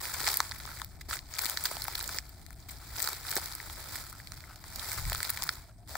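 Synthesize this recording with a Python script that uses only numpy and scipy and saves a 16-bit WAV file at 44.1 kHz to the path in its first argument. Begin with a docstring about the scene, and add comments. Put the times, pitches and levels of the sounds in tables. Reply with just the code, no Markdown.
"""Dry leaves and twigs crack and crackle under slow footsteps on a forest floor.
Each crack is a burst of noise, mostly a millisecond or two long. Loud ones are listed one by one;
thousands of small ones follow the weight on the foot. A few dull thuds and soft scrapes join them.
A low rumble, light wind and a faint hush lie underneath. The camera body cuts a deep notch in the cracks."""
import sys
import numpy as np
from scipy import signal
from scipy.fft import rfft, irfft
from scipy.io import wavfile
from scipy.ndimage import uniform_filter1d

SR = 44100
rng = np.random.default_rng(int(sys.argv[2]) if len(sys.argv) > 2 else 0)


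def waveform_to_disk(signal):
    """Save audio, clipped to [-1, 1], as 16-bit WAV at the path in sys.argv[1]."""
    frames = np.transpose(np.atleast_2d(signal))
    scaled = np.clip(frames, -1, 1) * 32767
    samples = np.round(scaled).astype(np.int16)
    wavfile.write(sys.argv[1], SR, samples)


N = 263277  # length of the scene in samples
EDGE_HZ = 15760  # nothing is kept above about this pitch
SIZE, LEAD = 1024, 128  # samples in a burst, and samples before its listed moment
HZ = np.fft.rfftfreq(SIZE, 1 / SR)

# Loud cracks of twigs and stiff leaves. Each row: moment in seconds, body pitch in Hz, body level in dB,
# crisp level (about 3-6 kHz) in dB, fizz level (about 7 kHz up) in dB, left-right tilt in dB, decay in ms.
# The levels give the energy of both channels together, as if spread over 1 ms.
LOUD_CRACKS = [(0.0549, 1400, -38, -30, -38, 1, 0.35), (0.14, 1570, -45, -47, -22, 0, 1.2),
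               (0.198, 1370, -35, -32, -39, 2, 0.85), (0.2043, 1550, -37, -27, -43, -2, 0.32),
               (0.2137, 855, -34, -34, -44, -2, 0.24), (0.244, 1880, -53, -28.5, -41, -6, 0.57),
               (0.2682, 2060, -27, -24, -37, -1, 0.85), (0.2747, 2240, -24, -22, -32, -5, 0.2),
               (0.2794, 770, -24.5, -20, -37, 1, 0.21), (0.288, 2010, -40, -21, -30, 3, 0.84),
               (0.3017, 2140, -33, -27, -26, 1, 1.6), (0.317, 1640, -42, -36, -20, 6, 0.42),
               (0.342, 1410, -39, -30, -18.5, 1, 0.74), (0.3722, 740, -55, -36, -11.5, -2, 0.49),
               (0.4038, 1130, -15.5, -20.5, -19.5, -1, 0.35), (0.4943, 1970, -61, -39, -38, 1, 0.39),
               (0.5134, 950, -37, -29, -52, -4, 0.16), (0.5199, 1890, -31.5, -33, -48, -2, 0.29),
               (0.6018, 1460, -42.5, -38, -47, -1, 0.79), (0.654, 1240, -35, -38, -46.5, 1, 0.3),
               (0.6631, 1920, -71, -51, -31, -4, 0.3), (0.773, 2030, -39.5, -49, -52, -3, 0.56),
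               (0.7995, 1750, -36, -52, -34, 4, 0.33), (0.8177, 990, -28.5, -31.5, -36, 5, 0.31),
               (0.8468, 1840, -59, -44, -30, 0, 0.53), (1.0128, 2020, -37, -40, -37, -1, 4.2),
               (1.1107, 1390, -28, -30, -47, -1, 0.81), (1.1303, 1410, -25.5, -30, -30, -7, 3.5),
               (1.139, 1500, -34, -32, -27, 4, 0.83), (1.1696, 1790, -37, -34, -45, -6, 0.21),
               (1.156, 1600, -36, -40, -36, -4, 0.6), (1.191, 1850, -45, -32, -51, 0, 0.46),
               (1.3393, 2100, -41, -33, -39, 1, 0.5), (1.367, 2220, -60, -37, -48, 0, 0.4),
               (1.3872, 2240, -29.5, -28, -22, 10, 1.3), (1.3918, 1060, -32.5, -23, -24, -2, 0.78),
               (1.447, 1310, -47, -31, -22, -1, 0.28), (1.457, 1400, -37, -25, -22, 5, 0.61),
               (1.4643, 1360, -53, -26.5, -21, 9, 0.62), (1.4986, 1340, -55, -31, -18.5, 0, 0.39),
               (1.5077, 770, -41, -35, -30, 1, 1), (1.5736, 1780, -26, -22, -33, -3, 0.25),
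               (1.6398, 1460, -60, -49, -17.5, 0, 0.3), (1.6565, 1440, -25.5, -20.5, -18, -2, 4.7),
               (1.7142, 704, -28.5, -52, -26, -1, 1.8), (1.769, 716, -32.5, -32.5, -43, -5, 0.62),
               (1.821, 1610, -49, -29, -25, -1, 0.57), (1.8416, 1360, -63, -60, -24, -7, 0.3),
               (1.8528, 1720, -33.5, -52, -50, 3, 0.37), (1.8824, 795, -25.5, -32.5, -26, 2, 0.24),
               (1.9542, 1900, -33, -25.5, -23, -0.5, 1.1), (2.0044, 1880, -45, -29.5, -51, -6, 0.63),
               (2.0106, 1540, -35.5, -31, -41, 0, 0.47), (2.0424, 890, -57, -34, -30, 0, 0.5),
               (2.0923, 1390, -31, -36, -30, 0, 1.3), (2.1863, 1810, -30, -22.5, -33, -1, 0.22),
               (2.255, 1900, -65, -55, -44, 5, 0.4), (2.2943, 1960, -65, -54, -39, 17, 0.34),
               (2.4646, 1970, -46, -45, -38, 18, 0.26), (2.5064, 1370, -42, -74, -39, 9, 0.33),
               (2.5301, 2210, -50, -59, -39, 8, 0.99), (2.6914, 2180, -42, -50, -34, 11, 5.3),
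               (2.97, 1800, -58, -56, -30, -20, 0.28), (3.003, 2130, -31.5, -30, -24, 2, 0.79),
               (3.0143, 1490, -49, -50, -29, -3, 0.88), (3.043, 1890, -54, -32, -24, -2, 0.32),
               (3.075, 1430, -25, -25, -26, -4, 0.4), (3.089, 885, -30.5, -45, -20, -1, 0.57),
               (3.132, 1240, -39, -33, -27, 0, 0.79), (3.2518, 1620, -36, -46, -53, 0, 0.22),
               (3.295, 990, -43, -48, -25, 0, 0.46), (3.308, 1890, -51, -47, -24, 6, 0.37),
               (3.3147, 1660, -37, -27.5, -23, 1, 1.5), (3.3276, 1430, -32, -45, -47, -1, 0.51),
               (3.3562, 417, -52, -54, -18, 4, 1), (3.3671, 1470, -24.5, -26, -20, -4, 0.59),
               (3.3744, 523, -32, -27.5, -20, -1, 2.1), (3.3825, 730, -28.5, -40, -33, 3, 0.21),
               (3.4594, 2200, -45, -34, -24, 5, 0.47), (3.5522, 1480, -46, -48, -23, -3, 0.37),
               (3.602, 1800, -31.5, -44, -59, -2, 0.29), (3.6993, 844, -38, -38, -53, -1, 0.32),
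               (3.957, 1930, -33.5, -38, -40, -1, 0.23), (4.1279, 1270, -38.5, -47, -36, 1, 0.45),
               (4.201, 1850, -38.5, -60, -49, -1, 0.81), (4.273, 2440, -56, -36, -42, 8, 0.28),
               (4.3204, 1240, -42, -35, -36.5, -5, 0.16), (4.3418, 790, -55, -50, -39, -5, 0.4),
               (4.3764, 1670, -48, -55, -39, -9, 0.49), (4.406, 2150, -47, -43, -53, -4, 0.62),
               (4.44, 2060, -40, -58, -49, -4, 0.75), (4.5597, 1620, -47, -41.5, -56, -3, 0.43),
               (4.641, 1080, -39.5, -43, -54, 0, 0.5), (4.7597, 980, -49, -35, -26, -5, 0.7),
               (4.9179, 2050, -34.5, -34, -27, -4, 0.68), (4.9313, 1210, -57, -39, -26, -7, 0.6),
               (4.9854, 1360, -30.5, -48, -39, -3, 0.45), (5.0535, 2000, -36, -34.5, -37, 0, 0.38),
               (5.0991, 1770, -32.5, -30, -26.5, -1, 0.51), (5.1206, 660, -25.5, -34, -50, -1, 0.3),
               (5.1312, 1170, -42, -26.5, -24, 0, 0.98), (5.149, 1290, -28.5, -35, -24, -1, 0.37),
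               (5.181, 1390, -40, -39, -30, -3, 0.3), (5.2045, 1580, -29, -30, -33, -0.5, 0.23),
               (5.2305, 2110, -29, -25.5, -24, -1, 0.31), (5.2507, 810, -38, -29, -32, -1, 0.42),
               (5.296, 855, -35.5, -30, -22, 2, 1.7), (5.3032, 1800, -33.5, -46, -13, -2, 0.85),
               (5.374, 2060, -28.5, -33.5, -34, -2, 0.8), (5.423, 1180, -35, -24, -40, -1, 0.28),
               (5.4324, 1520, -45, -33, -29, -4, 0.65), (5.4379, 1600, -52, -32, -20.5, 3, 0.36),
               (5.4708, 2200, -55, -42, -32, -4, 0.4), (5.478, 1690, -38, -53, -36, -5, 0.49),
               (5.492, 1610, -20.5, -20, -32, 0.5, 0.64), (5.555, 950, -56, -44, -36, 0, 0.34),
               (5.9547, 840, -23.5, -36, -30, 5, 1.3)]


def cracks():
    """Twigs and stiff leaves snap loudly: one burst per row, with a clean jolt in it."""
    moment_s, *traits = np.transpose(LOUD_CRACKS)
    return placed(moment_s, fractures(*traits, body_q=3.5, snap=1.0, lumps_db=1.8))


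CLUMP_S = 0.012  # one leaf keeps splitting for about this long
# Body and fizz of small fractures in dB over their crisp part, when the load is LIGHT_DB.
BODY_DB, FIZZ_DB, LIGHT_DB = -1, 6.5, -40
BODY_PER_DB, FIZZ_PER_DB = -0.004, 0.13  # change per dB of load: light loads sound rounder


def crackle(count, size, spread_db, decay_ms, tint_db, level_db):
    """Leaves split in many small fractures, `size` to a leaf, as loud as the load on the litter."""
    when, pitch, rarity, delay = rng.random((count, 4)).T
    normal = rng.standard_normal((count, 5)).T
    leaf = np.arange(count) // size * size  # fractures of one leaf share moment, pitch, colour and side
    moment_s = when[leaf] * N / SR - CLUMP_S * np.log(delay + 1e-9)
    moment_s = np.minimum(moment_s, N / SR)
    load_db = litter_load(moment_s)
    tint = tint_db * normal[:3, leaf]
    body_db = BODY_DB + BODY_PER_DB * (load_db - LIGHT_DB) + tint[0]
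    fizz_db = FIZZ_DB + FIZZ_PER_DB * (load_db - LIGHT_DB) + tint[2]
    body_hz = 470 * 5.03 ** pitch[leaf]
    pan_db = 7.3 * normal[3][leaf]
    decays_ms = decay_ms * np.exp(0.77 * normal[4])
    bursts = fractures(body_hz, body_db, tint[1], fizz_db, pan_db, decays_ms,
                       body_q=1.93, snap=0.56, lumps_db=2.5)
    # Strong ones are rare, and capped: the largest are in the table of loud cracks.
    strength = gain_of(spread_db * np.minimum(-np.log(rarity + 1e-9), 3.0))
    scale = np.sqrt(np.mean(strength ** 2 * (bursts ** 2).sum(axis=-1)) * count / N)
    gain = strength * gain_of(load_db + level_db) / scale
    return placed(moment_s, bursts * gain[:, None])


# Weight on the leaf litter, swelling as each foot rolls and easing as it lifts.
# Each row: moment in seconds, load in dB (each crackle layer adds its own level).
FOOT_WEIGHT = [(0.0, -35), (0.15, -39.5), (0.28, -30.5), (0.42, -41.5), (0.6, -47), (0.8, -46), (0.87, -56),
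               (1.05, -59.5), (1.27, -54), (1.43, -36), (1.55, -39.5), (1.7, -37.5), (1.85, -42.5),
               (2.18, -40), (2.22, -55), (2.4, -56.5), (2.65, -56.5), (2.8, -52), (2.93, -44.5),
               (3.06, -34.5), (3.2, -44.5), (3.36, -37.5), (3.55, -45), (3.87, -43.5), (3.96, -38),
               (4.1, -49.5), (4.3, -53), (4.6, -53), (4.78, -42), (4.95, -36), (5.05, -40.5), (5.25, -40),
               (5.48, -41.5), (5.6, -51), (5.76, -67), (5.86, -68), (5.97, -65)]
# A swinging shoe brushes loose leaves. Each row: start in seconds, length in seconds, load in dB.
SHOE_BRUSHES = [(1.086, .07, -40), (2.683, .04, -47.5), (5.875, .12, -45)]
BRUSH_RISE_S, BRUSH_FADE_DB_PER_S = 0.0013, 321


def litter_load(s):
    """Load on the leaves in dB: the powers of the foot's weight and of the brushes add up."""
    start, length, db = np.transpose(SHOE_BRUSHES)[:, :, None]
    rise_db = 30 * np.minimum((s - start) / BRUSH_RISE_S - 1, 0)
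    fade_db = BRUSH_FADE_DB_PER_S * np.maximum(s - start - length, 0)
    weight_power = gain_of(2 * np.interp(s, *np.transpose(FOOT_WEIGHT)))
    brush_power = gain_of(2 * (db + rise_db - fade_db)).sum(axis=0)
    return 10 * np.log10(weight_power + brush_power)


# How the camera body colours the cracks. Each row: pitch in Hz, relative level in dB per Hz.
CAMERA_BODY = [(150, -18), (300, 8.5), (480, 1), (1030, 2.5), (1440, 2), (2300, -5), (2800, -18.5),
               (3300, -11.5), (4000, -6), (4800, -4), (6350, -13.5), (7500, -7.5), (9700, -10), (11000, -9),
               (13200, -8), (15000, -3.5)]


def fractures(body_hz, body_db, crisp_db, fizz_db, pan_db, decay_ms, body_q, snap, lumps_db, rise_share=2.07):
    """Fibres part in a burst of noise: a damped body ring, a crisp middle and a fizz for each fracture."""
    t = (np.arange(SIZE // 2) - LEAD) / SR * 1000 / np.clip(decay_ms, .15, 4)[:, None]  # in decay times
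    shape = 1 / (np.exp(-2 * t / rise_share) + np.exp(t))  # the fibre gives way, parts, and settles
    draws = rng.standard_normal((len(t), 3, SIZE // 2))
    rough_noise = draws[:, :2] * gain_of(1.13 * draws[:, 2:])
    spectra = evened(rfft(shape[:, None] * rough_noise, SIZE))
    # One clean jolt as the fibre parts.
    jolt = snap * np.sign(draws[:, 0, :1]) * np.exp(-2j * np.pi * HZ * LEAD / SR)
    # Every fracture has its own colour: six random waves along the pitch scale.
    waves = np.cos(np.pi * np.arange(1, 7)[:, None] * HZ / EDGE_HZ)
    lumps = gain_of(lumps_db * draws[:, 2, :len(waves)] @ waves)
    tilt = gain_of(np.array([pan_db, -pan_db]) / 2)[:, :, None]
    path = causal(read(CAMERA_BODY, HZ)) * tilt
    splinters = paired(spectra[:, 0], spectra[:, 1], HZ) * path * lumps
    jolted = paired(spectra[:, 0] + jolt, spectra[:, 1], HZ) * path
    u = (HZ + 1) / body_hz[:, None]
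    ring = -u ** 2 / (1 - u ** 2 + 1j * u / body_q)
    # Smooth shares of the power above 2800 Hz and above 6500 Hz.
    upper = 1 / (1 + (2800 / (HZ + 1)) ** 8)
    top = 1 / (1 + (6500 / (HZ + 1)) ** 8)
    body = jolted * ring * np.sqrt(1 - upper)
    crisp = splinters * np.sqrt(upper - top)
    fizz = splinters * np.sqrt(top)
    total = 0
    for db, part in ((body_db, body), (crisp_db, crisp), (fizz_db, fizz)):
        energy = (abs(part) ** 2).sum(axis=(0, 2)) / SIZE
        total = total + part * (gain_of(db) * np.sqrt(SR / 1000 / energy))[:, None]
    return irfft(total, SIZE)


def placed(s, bursts):
    """Add the bursts into the two channels at their moments in seconds."""
    at = (np.round(s * SR).astype(int)[:, None] + np.arange(SIZE)).ravel()
    return np.array([np.bincount(at, b.ravel(), N + 2 * SIZE)[LEAD:][:N] for b in bursts])


def litter_tail(x, t60):
    """Nearby ground and legs scatter the cracks: a short sparse tail, alike on both sides in the bass."""
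    t = np.arange(4 * SIZE) / SR
    noise = rng.standard_normal((2, len(t)))
    sparse = rng.random((2, len(t))) < .15
    taps = noise * sparse * gain_of(-60 * t / t60) * (t > .0015)
    hz = np.fft.rfftfreq(len(t), 1 / SR)
    undo_lean = gain_of(np.outer([.5, -.5], read(SIDE_LEAN, hz)))  # x already leans to one side
    taps = irfft(paired(*rfft(taps), hz) / undo_lean)
    return signal.oaconvolve(x, taps / np.linalg.norm(taps, axis=1, keepdims=True), axes=1)[:, :N]


# The sole meets soil or a thick twig.
# Each row: moment in seconds, level in dB from which the knock dies away, pitch in Hz.
SOLE_THUDS = [(0.209, -44, 328), (1.088, -41, 346), (1.456, -39, 293), (3.367, -28, 380), (5.115, -55, 422)]


def thuds(t60=0.024):
    """The sole knocks dully: a quickly damped sine wave, the same on both sides."""
    s, start_db, hz = np.transpose(SOLE_THUDS)[:, :, None]
    t = np.maximum(np.arange(SIZE) - LEAD, 0) / SR
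    attack = 1 - np.exp(-t / 0.000099)
    knock = gain_of(start_db - 60 * t / t60) * np.sin(2 * np.pi * hz * t) * attack
    return placed(s[:, 0], [knock, knock])


# The sole drags over leaves and soil.
# Each row: start in seconds, length in seconds, pitch in Hz, level in dB at the height of the swell.
SOLE_SCRAPES = [(2.781, 0.076, 1320, -59), (4.12, 0.056, 1380, -56), (4.467, 0.088, 1390, -53),
                (5.682, 0.04, 1340, -64), (5.89, .08, 645, -55)]
SCRAPE_Q, SCRAPE_ROUGH_DB = 4.7, 4.5  # sharpness of the resonance, and random unevenness


def scrapes():
    """The sole rubs: rough noise through one broad resonance, swelling and fading."""
    out = np.zeros(N)
    for start, length, hz, db in SOLE_SCRAPES:
        n = round(length * SR)
        noise, grit = rng.standard_normal((2, 4 * SIZE + SIZE // 2))[:, :n]
        grit = evened(uniform_filter1d(grit, size=150))
        rough_noise = noise * gain_of(SCRAPE_ROUGH_DB * grit)
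        rub = signal.lfilter(*signal.iirpeak(hz, SCRAPE_Q, SR), rough_noise)
        swell = np.sin(np.linspace(0, np.pi, len(rub)))
        out[round(start * SR):][:len(rub)] += gain_of(db) * evened(rub) * swell
    return out


# Colour of the low rumble. Each row: pitch in Hz, relative level in dB per Hz.
RUMBLE_SPECTRUM = [(12, -17), (20, -12.5), (53, 2), (81, 0), (141, -8), (195, -16.5), (248, -18.5),
                   (329, -18), (500, -33), (650, -57), (1100, -120)]
RUMBLE_DB, SWELL_DB = -50, 1.0
# Colour of one low buffet of wind. Each row: pitch in Hz, relative level in dB per Hz.
GUST_SPECTRUM = [(15, -12), (45, -2), (90, -5), (140, -12), (220, -33), (600, -100)]
GUST_S, GUST_RISE_S, GUST_FADE_S = 5.09, .09, .08  # height of the buffet, its rise and its fade
GUST_DB = -35.5  # at its height


def wind():
    """Low rumbling noise swells at random under slow sine waves, with one deeper buffet."""
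    t = np.arange(N) / SR
    slow_hz = np.geomspace(.5, 12, 20)
    swell = evened(sum(np.sin(2 * np.pi * (f * t + rng.random())) / np.sqrt(f) for f in slow_hz))
    width_s = np.where(t < GUST_S, GUST_RISE_S, GUST_FADE_S)
    gust = gain_of(GUST_DB) * np.exp(-((t - GUST_S) / width_s) ** 2)
    rumble = hush(RUMBLE_SPECTRUM, size=4096, patchy_db=1.0) * gain_of(RUMBLE_DB + SWELL_DB * swell)
    return rumble + gust * hush(GUST_SPECTRUM, size=4096, patchy_db=2.5)


# Colour of the faint hush of the wood. Each row: pitch in Hz, relative level in dB per Hz.
WOOD_HUSH = [(400, -69), (650, 14), (1000, -5.5), (2000, -15), (2900, -29), (4500, -53), (6500, -23),
             (8500, -3), (10500, -19), (15700, -20)]


def air():
    """The wood hushes faintly: steady, slightly patchy noise at -66 dB."""
    return gain_of(-66) * hush(WOOD_HUSH, size=512, patchy_db=3.5)


def hush(colour, size, patchy_db):
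    """Noise built from random short spectra whose level drifts in patches; overall rms 1."""
    frames, hz = 4 * N // size + 5, np.fft.rfftfreq(size, 1 / SR)
    a, b, c, d, patches = np.moveaxis(rng.standard_normal((frames, len(hz), 5)), -1, 0)
    patches = uniform_filter1d(uniform_filter1d(patches, size=5, axis=0), size=5, axis=1)
    level_db = read(colour, hz) + patchy_db * patches / patches.std()
    z = paired(a + 1j * b, c + 1j * d, hz) * gain_of(level_db)
    x = signal.istft(z.transpose(0, 2, 1), nperseg=size, noverlap=3 * size // 4)[1][:, :N]
    return x / x.std()


# Left microphone over the right one. Each row: pitch in Hz, level difference in dB.
SIDE_LEAN = [(100, 2.8), (300, 1), (1500, 1.5), (2700, 3), (3400, -2), (4800, -3), (6200, 4), (7500, 1),
             (9000, 0), (11000, 2), (12300, -3), (14500, 5)]
# How alike the two sides are. Each row: pitch in Hz, likeness from 0 (unrelated) to 1 (the same).
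SIDE_LIKENESS = [(100, .84), (300, .86), (600, .96), (1200, .96), (2200, .82), (2800, .1), (4200, .6),
                 (6000, .1), (8000, .3), (9600, .1), (11000, .2), (15000, 0)]


def paired(left, other, hz):
    """Two microphones hear spectra that are alike in the bass and mostly unlike in the treble."""
    same = np.clip(read(SIDE_LIKENESS, hz), -1, 1)
    lean = gain_of(read(SIDE_LEAN, hz) / 2)
    right = same * left + np.sqrt(1 - same ** 2) * other
    return np.array([left * lean, right / lean])


def causal(db):
    """Minimum-phase response for a gain curve in dB: it acts as early as it can, never ahead of time."""
    log_gain = np.log(gain_of(np.maximum(db, -100)))
    circle = np.concatenate([log_gain, log_gain[-2:0:-1]])
    return np.exp(np.conj(signal.hilbert(circle)))[:len(db)]


def read(points, hz):
    """Read a curve of (pitch, value) rows at any pitch, along a logarithmic pitch scale."""
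    f, value = np.transpose(points)
    return np.interp(np.log(hz + 1), np.log(f + 1), value)


def gain_of(db):
    """Turn dB into a factor for the wave's height."""
    return 10 ** (np.asarray(db) / 20)


def evened(x):
    """Scale to rms 1 along the last axis."""
    return x / np.sqrt(np.mean(abs(x) ** 2, axis=-1, keepdims=True) + 1e-20)


def scene():
    """Sum the cracks and crackle, their scatter, the thuds, scrapes, wind and hush."""
    crunch = cracks()
    crunch += crackle(count=1200, size=3, spread_db=2.0, decay_ms=0.87, tint_db=6.0, level_db=-3.5)
    crunch += crackle(count=6000, size=1, spread_db=0.0, decay_ms=1.0, tint_db=1.5, level_db=-1.0)
    scatter = gain_of(-14) * litter_tail(crunch, t60=.04)
    return crunch + scatter + thuds() + scrapes() + wind() + air()


def record(dry):
    """The recorder's band limit: a steep low-pass filter at EDGE_HZ."""
    low_pass = signal.firwin(511, EDGE_HZ, window=("kaiser", 9), fs=SR)
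    return signal.oaconvolve(dry, low_pass[None], "same")


dry = scene()
out = record(dry)
waveform_to_disk(out)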